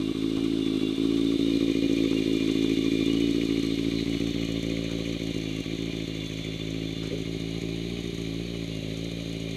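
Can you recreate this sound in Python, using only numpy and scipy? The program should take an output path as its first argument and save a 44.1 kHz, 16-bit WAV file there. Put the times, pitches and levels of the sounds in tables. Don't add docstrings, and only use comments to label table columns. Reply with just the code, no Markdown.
import sys
import numpy as np
from scipy import signal
from scipy.fft import rfft, irfft
from scipy.io import wavfile

SR = 44100
rng = np.random.default_rng(int(sys.argv[2]) if len(sys.argv) > 2 else 0)


def inscribe(sig):
    pcm = np.round(np.clip(np.atleast_2d(sig).T, -1, 1) * 32767)
    wavfile.write(sys.argv[1], SR, pcm.astype(np.int16))


N = 421596
TIME = np.arange(N) / SR
IDLE_HZ = 55.4


def gain(db):
    return 10 ** (np.asarray(db) / 20)


def unit_rms(x):
    return x / np.sqrt(np.mean(x ** 2) + 1e-20)


def curve(rows, column=1):
    rows = np.array(rows)
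    return np.interp(TIME, rows[:, 0], rows[:, column])


def drift(rate_hz):
    hz = np.fft.rfftfreq(N, 1 / SR)
    return unit_rms(irfft(rfft(rng.standard_normal(N)) * np.exp(-(hz / rate_hz) ** 2) * (hz > 0), N))


def colour(x, outline, size=8192):
    hz, db = np.transpose(outline)
    bins_hz = abs(np.fft.fftfreq(size, 1 / SR))
    log_gain = np.log(gain(np.interp(np.log(bins_hz + 1), np.log(hz + 1), db)))
    impulse = np.fft.ifft(np.exp(np.conj(signal.hilbert(log_gain)))).real
    return signal.oaconvolve(x, impulse[:size // 2])[:N]


def resonate(x, hz, width_hz):
    carrier = np.exp(2j * np.pi * np.cumsum(hz * np.ones(N)) / SR)
    pole = np.exp(-np.pi * width_hz / SR)
    for _ in range(2):
        x = 2 * (carrier * signal.lfilter([1 - pole], [1, -pole], x / carrier)).real
    return x


def rattle(envelope, modes):
    hits = envelope * rng.standard_normal(N)
    return unit_rms(sum(gain(db) * resonate(hits, hz, width_hz) for hz, width_hz, db in modes))


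def strokes(count, rise, decay, spread_db):
    age = count % 1
    index = np.floor(count - np.floor(count.min())).astype(int)
    size = gain(spread_db * rng.uniform(-1, 1, index.max() + 1))
    return size[index] * (1 - np.exp(-age / rise)) * np.exp(-age / decay)


def swells(rows):
    octave = np.log2(np.fft.rfftfreq(N, 1 / SR) + 1)
    spectrum = rfft(rng.standard_normal(N))
    out = np.zeros(N)
    for start_s, db, hz, width_oct, rise_s, decay_s in rows:
        band = unit_rms(irfft(spectrum * np.exp(-.5 * ((octave - np.log2(hz)) / width_oct) ** 2), N))
        age_s = np.maximum(TIME - start_s, 0)
        envelope = np.minimum(age_s / rise_s, 1) * np.exp(-np.maximum(age_s - rise_s, 0) / decay_s)
        out += gain(db) * band * envelope
    return out


def walk(sounds, route):
    place = curve(route)
    return sum(np.maximum(1 - abs(place - k), 0) * x for k, x in enumerate(sounds))


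# f/Hz, relative level/dB
AIR_SPECTRUM = [(15, -13), (40, -47.5), (100, -27), (300, 3.5), (600, 11), (900, -6.5), (1300, -5),
                (1700, -10.5), (3000, -51), (14000, -23)]


def air(level_db=-53):
    return gain(level_db) * unit_rms(colour(rng.standard_normal(N), AIR_SPECTRUM))


# t/s, top rms/dB, f/Hz, width/oct, rise/s, decay/s
BUMPS = [(.36, -34.5, 44.9, 2.2, 0.022, 0.022), (2.129, -41, 1175, .5, .001, .005),
         (2.498, -45, 1189, 0.62, .001, .004), (2.644, -37, 1147, .5, 0.0011, 0.0051),
         (4.88, -50, 1300, .6, 0.017, 0.047), (6.272, -56, 9260, .4, .002, 0.015),
         (7.01, -45.5, 1910, 1, 0.023, 0.074), (7.10, -31, 416, 0.31, 0.033, 0.029)]


def bumps():
    return swells(BUMPS)


# first delay/s, last delay/s, gain/dB
ECHO_PATHS = [(0.0232, .0135, -22), (0.033, .029, -16.5), (.052, .0555, -34)]
# t/s, gain/dB
ECHO_TRIM = [(3.5, -5.5), (6.5, 2.5)]


def yard_echoes(x):
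    echoes = sum(gain(db) * np.interp(TIME - np.linspace(first_s, last_s, N), TIME, x)
                 for first_s, last_s, db in ECHO_PATHS)
    return gain(curve(ECHO_TRIM)) * echoes


# t/s, top rms/dB, f/Hz, width/oct, rise/s, decay/s
SQUEALS = [(1.33, -42, 3750, .03, 0.12, 0.077), (1.5, -42.5, 4070, .035, .06, .03),
           (3.58, -45, 4205, 0.016, 0.066, 0.073), (3.92, -40, 4030, .09, .08, .04)]


def squeals():
    return swells(SQUEALS)


# t/s, firing rate/Hz
FIRING_RATE = [(0.0, 53.39), (0.511, 55.111), (0.837, 52.843), (1.06, 55.9), (2.062, 55.545),
               (2.189, 54.137), (3.14, 55.466), (3.208, 57.009), (3.644, 55.465), (4.338, 56.795),
               (4.452, 55.745), (5.148, 56.353), (5.49, 53.281), (5.846, 55.685), (6.256, 53.632),
               (7.796, 55.829), (7.898, 58.273), (8.32, 55.034), (8.452, 58.117), (8.848, 53.103),
               (9.046, 56.655), (9.56, 54.753)]


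def crank():
    return np.cumsum(curve(FIRING_RATE)) / SR - .016


# f at idle/Hz, width/Hz, level/dB, speed tracking/0-1
RING_MODES = [(2413, 41, -5.5, .1), (2885, 45, -5.5, 1), (3560, 51, -7.5, .85)]
# t/s, low/dB, middle/dB, high/dB
RING_LEVELS = [(0, -55, -51, -57), (.65, -60, -44.5, -39.5), (1.3, -50, -48, -40), (1.75, -42, -47, -46.5),
               (3.05, -43.5, -43.5, -36.5), (3.6, -55, -45.5, -53), (6.6, -49.5, -52.5, -41.5),
               (7.7, -58, -55, -52), (9.56, -57, -54, -54)]


def ringing(flicker_db=2.0, flicker_hz=5, flutter=0.0048, flutter_hz=7):
    speed = curve(FIRING_RATE) / IDLE_HZ * (1 + flutter * drift(flutter_hz))
    out = np.zeros(N)
    for column, (hz, width_hz, db, tracking) in enumerate(RING_MODES, 1):
        tone = resonate(rng.standard_normal(N), hz * speed ** tracking, width_hz)
        tone *= gain(flicker_db * drift(flicker_hz))
        out += gain(curve(RING_LEVELS, column) + db) * unit_rms(tone)
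    return out


# t/s, gears and clatter and valves/dB, crankcase knock/dB
MACHINE_LEVELS = [(0, -42, -53.5), (2.5, -38.5, -54), (3.8, -39.5, -55), (7, -42.6, -60),
                  (9.56, -42.5, -63)]
# f/firing rate, relative level/dB
MESH_ORDERS = [(18.5, -13), (20.5, -19), (39.5, -5), (43.25, -1.5), (52, -1.5), (56, -2.5), (64.5, 0),
               (68, -2), (72.5, -1.5), (76.5, -2.5)]


def gear_whine(level_db=-9, width_hz=22):
    firing_hz = curve(FIRING_RATE)
    whine = sum(gain(db) * unit_rms(resonate(rng.standard_normal(N), order * firing_hz, width_hz))
                for order, db in MESH_ORDERS)
    return gain(curve(MACHINE_LEVELS) + level_db) * unit_rms(whine)


# phase/cycle, level/dB
BACKLASH_BLOWS = [(.9, 0), (.11, 0), (.48, -5)]


def backlash(firings, rise_cycles, decay_cycles, spread_db):
    blows = [gain(db) * strokes(firings / 4 - phase, rise_cycles, decay_cycles, spread_db)
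             for phase, db in BACKLASH_BLOWS]
    return np.sqrt(sum(blow ** 2 for blow in blows))


# t/s, level/dB
CHAIN_LEVEL = [(0, -58), (1.4, -54), (2, -49.5), (3.8, -47.5), (5, -50.5), (6.5, -51.5), (7.4, -53.5),
               (9.5, -56.5)]
# f/Hz, width/Hz, relative level/dB
TUNNEL_MODES = [(2180, 450, 0.5), (2330, 390, 1), (6320, 610, -11.5)]


def chain_slap(firings):
    envelope = backlash(firings, rise_cycles=.04, decay_cycles=0.083, spread_db=5)
    return gain(curve(CHAIN_LEVEL)) * rattle(envelope, TUNNEL_MODES)


# f/Hz, width/Hz, relative level/dB
CRANKCASE_MODES = [(770, 220, -7), (1040, 35, 3), (1147, 63, 4), (1196, 165, 1)]


def crankcase_knock(firings, trim_db=-3):
    envelope = backlash(firings, rise_cycles=0.023, decay_cycles=0.17, spread_db=3)
    return gain(curve(MACHINE_LEVELS, column=2) + trim_db) * rattle(envelope, CRANKCASE_MODES)


# f/Hz, gain/dB
CASING_NOSE = [(900, -18.5), (1300, -13), (1900, -16.5), (2330, -19), (2600, -12), (3160, -9), (3650, -2.5),
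               (4450, -15.5), (5200, -21), (6000, -20), (7000, -25), (8100, -23), (10000, -29.5),
               (14500, -35)]
CASING_OVER = [(760, -28.5), (1300, -11), (1500, -15.5), (2330, -0.5), (2610, -11), (2830, -0.5),
               (3130, -5.5), (3600, 4.5), (5340, -13.5), (6530, -12), (7300, -20), (8160, -14.5),
               (9980, -27), (11500, -19.5), (14500, -38)]
CASING_SIDE = [(760, -42.5), (1300, -16.5), (1760, -11), (2240, -0.5), (2610, -7.5), (2860, -3),
               (3530, 3.5), (3830, -3), (4360, -0.5), (4880, -19), (6340, -10.5), (7300, -18),
               (9780, -28.5), (13200, -24.5), (14500, -40)]
CASING_BACK = [(900, -34.5), (1650, -15.5), (2300, -0.5), (2680, -7.5), (3000, -3), (4000, 0.5),
               (5300, -20.5), (6650, -10), (7600, -26.5), (8300, -21), (9550, -23.5), (10300, -28.5),
               (11500, -22), (14500, -44)]


def casings(hits):
    responses = (CASING_NOSE, CASING_OVER, CASING_SIDE, CASING_BACK)
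    heard = [unit_rms(colour(hits, response)) for response in responses]
    return walk(heard, route=[(1.2, 0.33), (1.8, 1.47), (4, 1.34), (4.7, 2.5), (6.8, 2.27), (7.5, 2.97)])


# f/Hz, gain/dB
TICK_SPECTRUM = [(1500, -41), (4000, -11.5), (6000, 8.5), (14000, 3.5)]
TAPPETS_DB = [-3.5, 1.5, -6.5, 1.5]


def valves(firings, trim_db=-16.5, lag_firings=0.73):
    count = firings - lag_firings
    taps = strokes(count, rise=0.12, decay=0.33, spread_db=7.5)
    taps *= gain(TAPPETS_DB)[np.floor(count).astype(int) % 4]
    ticks = colour(taps * rng.standard_normal(N), TICK_SPECTRUM)
    seat_db = curve([(1, -6.5), (2, 0)])
    return gain(curve(MACHINE_LEVELS) + trim_db + seat_db) * casings(ticks)


def clatter(firings, trim_db=-2.5, grain_db=1.5, hits_per_s=6000, throb_depth=0.039):
    size = gain(grain_db * np.minimum(rng.exponential(1, N), 3)) * rng.choice([-1, 1], N)
    struck = rng.random(N) < hits_per_s / SR
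    throb = 1 + throb_depth * np.cos(2 * np.pi * (firings / 4 - .1))
    return gain(curve(MACHINE_LEVELS) + trim_db) * casings(size * struck * throb)


CYLINDERS_DB = [-0.31, 0.19, -0.39, -0.33]
# t/s, count, level re full firing/dB
MISFIRES = [(.134, 1, -39), (.647, 3, -6.5), (.965, 1, -13), (1.377, 1, -27), (1.593, 3, -15),
            (1.809, 6, -8.5), (2.756, 3, -10), (3.331, 5, -8.5), (4.046, 3, -23), (4.472, 2, -10),
            (4.901, 2, -7), (5.185, 2, -30), (5.627, 4, -17), (5.645, 1, -16), (6.285, 3, -10),
            (6.95, 4, -17), (7.603, 1, -25), (8.027, 2, -10), (8.115, 1, -14), (8.665, 2, -7),
            (9.102, 3, -6)]


def combustion(times_s, spread_db=0.63, lean_db=0.5, miss_every=8):
    index = np.arange(len(times_s))
    scatter, lean = rng.standard_normal((len(times_s), 2)).T
    burn_db = np.array(CYLINDERS_DB)[index % 4] + spread_db * scatter
    burn_db -= lean_db * lean ** 2 * (index % 4 == 3)
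    for start_s, count, db in MISFIRES:
        first = np.argmin(abs(times_s - start_s))
        burn_db[index[first::miss_every][:round(count)]] = db
    return gain(burn_db)


# f/idle firing rate, gain/dB
SILENCER_FRONT = [(1, -22), (2, -22.5), (3, -13.5), (4, -7.5), (5, 1.9), (6, -1.5), (7, -9.8), (8, -13.5),
                  (9, -17), (10, -37.5), (11, -65), (12, -46), (13, -41), (14, -53)]
SILENCER_SIDE = [(1, -5), (2, -3.5), (3, 0.5), (4, -2.5), (5, 6), (6, 0.5), (7, -2.5), (8, -15), (9, -9),
                 (10, -18), (11, -17), (12, -25.5), (13, -34), (14, -30.5)]
SILENCER_BACK = [(1, -4), (2, -1), (3, 2.5), (4, -4), (5, 0), (6, -5.5), (7, -2), (8, -14), (9, -19.5),
                 (10, -19.5), (11, -20.5), (12, -28), (13, -38), (14, -32.5)]


def silencer(pulses, gas):
    standpoints = [(SILENCER_FRONT, -39.5, -10.2), (SILENCER_SIDE, -36, -8.8), (SILENCER_BACK, -35, -8.8)]
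    heard = []
    for harmonics, gas_db, trim_db in standpoints:
        passband = [(order * IDLE_HZ, db) for order, db in harmonics]
        response = [(2, -91), (25, -37)] + passband + [(950, -58), (2000, -71.5)]
        heard.append(gain(trim_db) * unit_rms(colour(pulses + gain(gas_db) * gas, response)))
    return walk(heard, route=[(3.5, 0.36), (4.6, 1.01), (5.2, 1.08), (6.1, 1.18), (7.4, 1.89)])


# f/Hz, gain/dB
GAS_SPECTRUM = [(50, -10), (180, -12), (330, 2.5), (600, 6), (800, 16)]
# low edge/Hz, high edge/Hz
BARK_BAND_HZ = [476, 605]
# t/s, gain/dB, extra boom/dB, extra bark/dB
EXHAUST_LEVELS = [(0, -18.5, 2.5, -13), (.85, -15.5, -1.8, -7.5), (1.85, -14.5, -0.2, 6),
                  (2.5, -14, -1.3, -2), (3.2, -14, 0.5, -1), (4.15, -18, 1, -5), (4.85, -22.5, 2.5, 7),
                  (5.9, -23, 0.5, -2.5), (6.35, -26, 3.5, 2.5), (6.8, -23, 0, 1), (7.95, -22.5, -1.5, -6.5),
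                  (8.8, -25.5, 2, 7.5), (9.56, -25, 0.5, 5.5)]


def exhaust(firings, gas_decay_firings=0.58, puff_db=-9, jitter_s=0.00016, boom_hz=195):
    onsets = np.flatnonzero(np.diff(np.floor(firings)))
    strength = combustion(onsets / SR)
    jitter = np.round(jitter_s * SR * rng.standard_normal(len(onsets))).astype(int)
    onsets = np.clip(onsets + jitter, 0, N - 1)
    pulses, unburnt = np.zeros((2, N))
    pulses[onsets], unburnt[onsets] = strength, 1 - strength
    puffs = gain(puff_db) * colour(unburnt, [(150, -9.5), (400, -7.5), (1000, -37)])
    gas_envelope = signal.lfilter([1], [1, -np.exp(-IDLE_HZ / gas_decay_firings / SR)], pulses)
    gas = colour(gas_envelope * rng.standard_normal(N), GAS_SPECTRUM)
    beat = silencer(pulses + puffs, gas)
    boom = signal.sosfiltfilt(signal.butter(5, boom_hz, fs=SR, output="sos"), beat)
    bark = signal.sosfiltfilt(signal.butter(2, BARK_BAND_HZ, "band", fs=SR, output="sos"), beat)
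    level, boom_gain, bark_gain = (gain(curve(EXHAUST_LEVELS, column)) for column in (1, 2, 3))
    return level * (beat + (boom_gain - 1) * boom + (bark_gain - 1) * bark)


def scene():
    firings = crank()
    engine = clatter(firings) + valves(firings) + crankcase_knock(firings) + chain_slap(firings)
    engine += gear_whine() + ringing() + exhaust(firings)
    return (engine + yard_echoes(engine) + bumps() + squeals() + air())[None]


def record(dry, cutoff_hz=14100):
    taps = signal.firwin(255, cutoff_hz, window=("kaiser", 9), fs=SR)
    return signal.oaconvolve(dry, taps[None], "same")


dry = scene()
out = record(dry)
inscribe(out)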